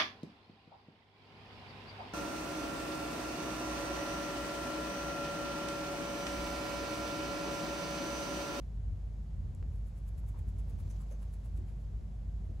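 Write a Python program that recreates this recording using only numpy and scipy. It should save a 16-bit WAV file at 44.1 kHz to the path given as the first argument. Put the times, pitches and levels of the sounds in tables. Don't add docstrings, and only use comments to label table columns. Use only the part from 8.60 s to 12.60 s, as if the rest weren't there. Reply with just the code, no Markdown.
import sys
import numpy as np
from scipy.fft import rfft, irfft, next_fast_len
from scipy.io import wavfile
from scipy.ndimage import map_coordinates

SR = 44100
rng = np.random.default_rng(int(sys.argv[2]) if len(sys.argv) > 2 else 0)


def wav_out(sig):
    wavfile.write(sys.argv[1], SR, np.round(np.clip(np.atleast_2d(sig).T, -1, 1) * 32767).astype(np.int16))


N = 176400
TIME = np.arange(N) / SR


def amp(db):
    return 10 ** (np.asarray(db) / 20)


def unit(x):
    return x / np.sqrt(np.mean(x ** 2) + 1e-20)


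def along(points, hz):
    freqs, values = np.transpose(points)
    return np.interp(np.log(hz + 1), np.log(freqs + 1), values)


def fader(points):
    return np.interp(TIME, *np.transpose(points))


def wobble(rate_hz):
    knots = rng.standard_normal(int(N * rate_hz / SR) + 4)
    return map_coordinates(knots, [TIME * rate_hz])


def filtered(x, response):
    size = next_fast_len(N + SR // 2)
    hz = np.fft.rfftfreq(size, 1 / SR)
    return irfft(rfft(x, size) * response(hz), size)[..., :N]


# (frequency [Hz], left-right correlation [-1 to 1])
STEREO_IMAGE = [(50, 0.94), (130, 0.91), (300, 0.6), (600, 0.04), (1400, -.15), (2500, 0.44), (4200, 0.55),
                (5600, 0.17), (7000, 0.85), (9000, 1), (15000, 0.99)]
def noise(eq_db):
    def response(hz):
        spread = np.arccos(np.clip(along(STEREO_IMAGE, hz), -.995, .995)) / 2
        return amp(eq_db(hz)) * [np.cos(spread), np.sin(spread)]
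    mid, side = filtered(rng.standard_normal((2, N)), response)
    return unit(np.array([mid + side, mid - side]))


def rush(eq_points):
    return noise(lambda hz: along(eq_points, hz))


def band(centre_hz, octaves):
    return noise(lambda hz: -40 * np.log10(1 + (np.log2((hz + 1) / centre_hz) / octaves) ** 2 / 2))


def strike(start, attack_s, t60):
    age = np.maximum(TIME - start, 0)
    return (1 - np.exp(-age / attack_s)) * np.exp(-np.log(1000) * age / t60)


# (pitch [Hz], level [dB])
APPLIANCE_TONES = [(122, -62.5), (147, -61.5), (166, -66.5), (204, -68), (662, -85.5), (1558, -96.5)]
def appliance_hum():
    def tone(hz, db, waver_db, waver_hz):
        gain = amp(db + waver_db * wobble(waver_hz))
        return gain * np.sqrt(2) * np.sin(2 * np.pi * (hz * TIME + rng.random()))
    hum = tone(hz=51.1, db=-41, waver_db=0.9, waver_hz=2.8)
    return hum + sum(tone(hz, db, waver_db=3, waver_hz=5.7) for hz, db in APPLIANCE_TONES)


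# (time [s], level [dB])
RUMBLE_FADER = [(0, -43.5), (.22, -42.5), (.32, -34), (.39, -47.5), (.47, -38), (.58, -47.5), (.8, -42.5),
                (.95, -40), (1.15, -40.5), (1.3, -46.5), (1.65, -41), (1.9, -40.5), (2.25, -41), (2.5, -51),
                (2.7, -47), (3.0, -40), (3.2, -47), (3.4, -39.5), (3.55, -47.5), (4, -40.5)]
# (frequency [Hz], gain [dB])
RUMBLE_EQ = [(12, -35), (25, -18.5), (32, -12.5), (40, -3), (50, -1), (62, 2.5), (74, -2.5), (84, 4.5),
             (92, -2), (112, -7), (150, -25.5), (250, -53.5), (600, -102)]
# (time [s], level [dB])
DRONE_FADER = [(0, -53), (.6, -55), (1.05, -51), (1.3, -57), (1.6, -54), (1.85, -51), (2.3, -51),
               (2.7, -57), (3.0, -52.5), (3.3, -53.5), (4, -55.5)]
# (frequency [Hz], gain [dB])
DRONE_EQ = [(20, -39.5), (60, -14), (110, 1.5), (150, 0.5), (200, -4), (250, -11), (310, -18), (420, -20),
            (800, -44.5), (3000, -120)]
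def room_rumble():
    rumble = amp(fader(RUMBLE_FADER)) * rush(RUMBLE_EQ)
    drone = amp(fader(DRONE_FADER)) * rush(DRONE_EQ)
    return rumble + drone


# (frequency [Hz], gain [dB])
HISS_EQ = [(100, -3), (350, 0.5), (650, 1), (1000, -6.5), (1500, -11.5), (3000, -18.5), (5000, -21),
           (8000, -23), (11000, -26.5), (13500, -30.5)]
def room_hiss():
    corner_hz, rolloff_db_per_hz = 13700, .02
    hiss = noise(lambda hz: along(HISS_EQ, hz) - rolloff_db_per_hz * np.maximum(hz - corner_hz, 0))
    return amp(-65) * hiss


# (time [s], level [dB])
RUSTLE_FADER = [(0, -98), (1.0, -87), (1.6, -85), (1.77, -80), (1.87, -81), (2.05, -71), (2.2, -70.5),
                (2.32, -66), (2.5, -71.5), (2.8, -75.5), (3.2, -81), (4, -101)]
# (frequency [Hz], gain [dB])
FUR_EQ = [(150, -9), (400, 16.5), (700, 18.5), (1500, 3.5), (3000, 0.5), (6000, 1.5), (9000, -5),
          (13000, -9), (15500, -12)]
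def fur_rustle():
    grain_db = 2 * wobble(rate_hz=90)
    return amp(fader(RUSTLE_FADER) + grain_db) * rush(FUR_EQ)


# (time [s], level [dB], pitch [Hz], decay to -60 dB [s])
TICK_CUES = [(0.9497, -46.5, 7800, 0.0029), (1.0276, -45, 1100, 0.0024), (3.251, -60, 3400, .004)]
def ticks():
    attack_s, overtone_ratio = 0.0001, 1.38
    out = np.zeros((2, N))
    for start, db, hz, t60 in TICK_CUES:
        phase = 2 * np.pi * hz * (TIME - start)
        modes = np.cos(phase) + amp(-3) * np.cos(overtone_ratio * phase)
        snap = modes * strike(start, attack_s, t60)
        tail = amp(-26) * band(hz, octaves=.35) * strike(start, attack_s, t60=0.08)
        out += amp(db) * (snap + tail)
    return out


# (time [s], level [dB], band
# centre [Hz], width [octaves])
SCUFF_CUES = [(1.019, -58.5, 320, 0.8), (1.634, -66, 740, 0.52), (1.741, -63, 950, 0.4),
              (1.757, -65, 990, 0.75), (2.105, -59.5, 384, 0.62), (2.30, -67.5, 6200, .18),
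              (2.512, -72, 6300, .1), (2.402, -64, 1140, 0.35), (2.511, -54.5, 514, 0.31),
              (2.618, -64, 1100, 0.59), (2.985, -53.5, 276, 0.52), (3.336, -69, 606, .6),
              (3.799, -58, 360, .4), (3.892, -56, 370, .4)]
def mat_scuffs():
    return sum(amp(db) * band(hz, octaves) * strike(start, attack_s=0.00067, t60=0.23)
               for start, db, hz, octaves in SCUFF_CUES)


# (peak time [s], nostril level [dB], nose cavity level [dB], half-width [s],
# lower whistle [Hz], upper whistle [Hz])
SNIFF_CUES = [(1.160, -77.5, -99, 0.024, 9000, 11000), (1.277, -73, -79, 0.013, 9600, 12400),
              (1.382, -71, -74, 0.0085, 10000, 13100), (1.484, -67, -75, 0.0083, 9100, 12100),
              (1.588, -67, -70.5, 0.0073, 9000, 11500), (1.690, -66, -73, 0.009, 8300, 11700),
              (1.791, -67.5, -69, 0.0074, 8500, 12800), (1.89, -67.5, -76, 0.0089, 8840, 12800),
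              (1.993, -65.5, -67, 0.0073, 9100, 10200), (2.10, -68.5, -72, 0.009, 9000, 11400),
              (2.203, -66, -67.5, 0.0079, 9500, 11200), (2.310, -67.5, -73, 0.012, 8700, 9900),
              (2.414, -67, -76, 0.0083, 7700, 10300), (2.521, -69, -69.5, 0.011, 6400, 10900),
              (2.628, -67.5, -70, 0.0086, 8600, 10400), (2.74, -66.5, -75, 0.0083, 8800, 10200),
              (2.855, -68, -71, 0.009, 8700, 10200), (2.973, -69, -70, 0.0088, 8300, 10900),
              (3.092, -76.5, -73, 0.015, 9000, 10200), (3.21, -79, -84, .014, 9000, 12500)]
# (frequency [Hz], gain [dB])
NOSTRIL_EQ = [(2000, -8), (4000, -12), (5500, -7.5), (6600, -3.5), (8500, 1.5), (11000, -1.5), (13000, -7),
              (15500, -8.5)]
# (frequency [Hz], gain [dB])
CAVITY_EQ = [(250, -20), (600, -3.5), (1100, 4.5), (1700, -3), (2500, -4.5), (3600, -10.5), (6000, -19),
             (12000, -50)]
def sniffing():
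    flank_steepness, whistle_octaves = 1.12, 0.071
    hiss, hollow = rush(NOSTRIL_EQ), rush(CAVITY_EQ)
    out = np.zeros((2, N))
    for peak, jet_db, cavity_db, half_width, lower_hz, upper_hz in SNIFF_CUES:
        airflow = (1 + ((TIME - peak) / half_width) ** 2 / 2) ** -flank_steepness
        lower_whistle = amp(-6) * band(lower_hz, whistle_octaves)
        upper_whistle = amp(-7.5) * band(upper_hz, whistle_octaves)
        jet = unit(hiss + lower_whistle + upper_whistle)
        out += airflow * (amp(jet_db) * jet + amp(cavity_db) * hollow)
    grain_db = 2.1 * wobble(rate_hz=400)
    return out * amp(grain_db)


# (time [s], level [dB], pitch [Hz], decay to -60 dB [s])
BUMP_CUES = [(1.7876, -46.5, 141, 0.18), (3.8029, -41.5, 175, .06), (3.8987, -40.5, 228, 0.022),
             (3.916, -41, 218, 0.024)]
def soft_bumps():
    out = np.zeros((2, N))
    for start, db, hz, t60 in BUMP_CUES:
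        thud = np.sin(2 * np.pi * hz * (TIME - start))
        scuff = amp(-9) * band(hz, octaves=.65)
        out += amp(db) * (thud + scuff) * strike(start, attack_s=.001, t60=t60)
    return out


def scene():
    room_tone = appliance_hum() + room_rumble() + room_hiss()
    return room_tone + fur_rustle() + ticks() + mat_scuffs() + sniffing() + soft_bumps()


# (frequency [Hz], left minus right [dB])
PORT_BALANCE = [(40, -0.2), (170, -1), (350, 1), (700, 3.5), (1400, 0), (2800, 2.5), (5500, 2.5),
                (9000, -0.5)]
def record(dry):
    fade_s, high_cut_hz = .004, 15800
    lag_s, lag_from_hz = 0.00024, 6950
    def ports(hz):
        split = np.array([[.5], [-.5]])
        lag_phase = 2 * np.pi * lag_s * np.maximum(hz - lag_from_hz, 0)
        balance = amp(split * along(PORT_BALANCE, hz))
        return balance * np.exp(-1j * split * lag_phase) * (hz < high_cut_hz)
    to_edge_s = np.minimum(TIME, TIME[::-1])
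    fade = np.sin(np.pi / 2 * np.minimum(to_edge_s / fade_s, 1))
    return filtered(dry * fade, ports)


dry = scene()
out = record(dry)
wav_out(out)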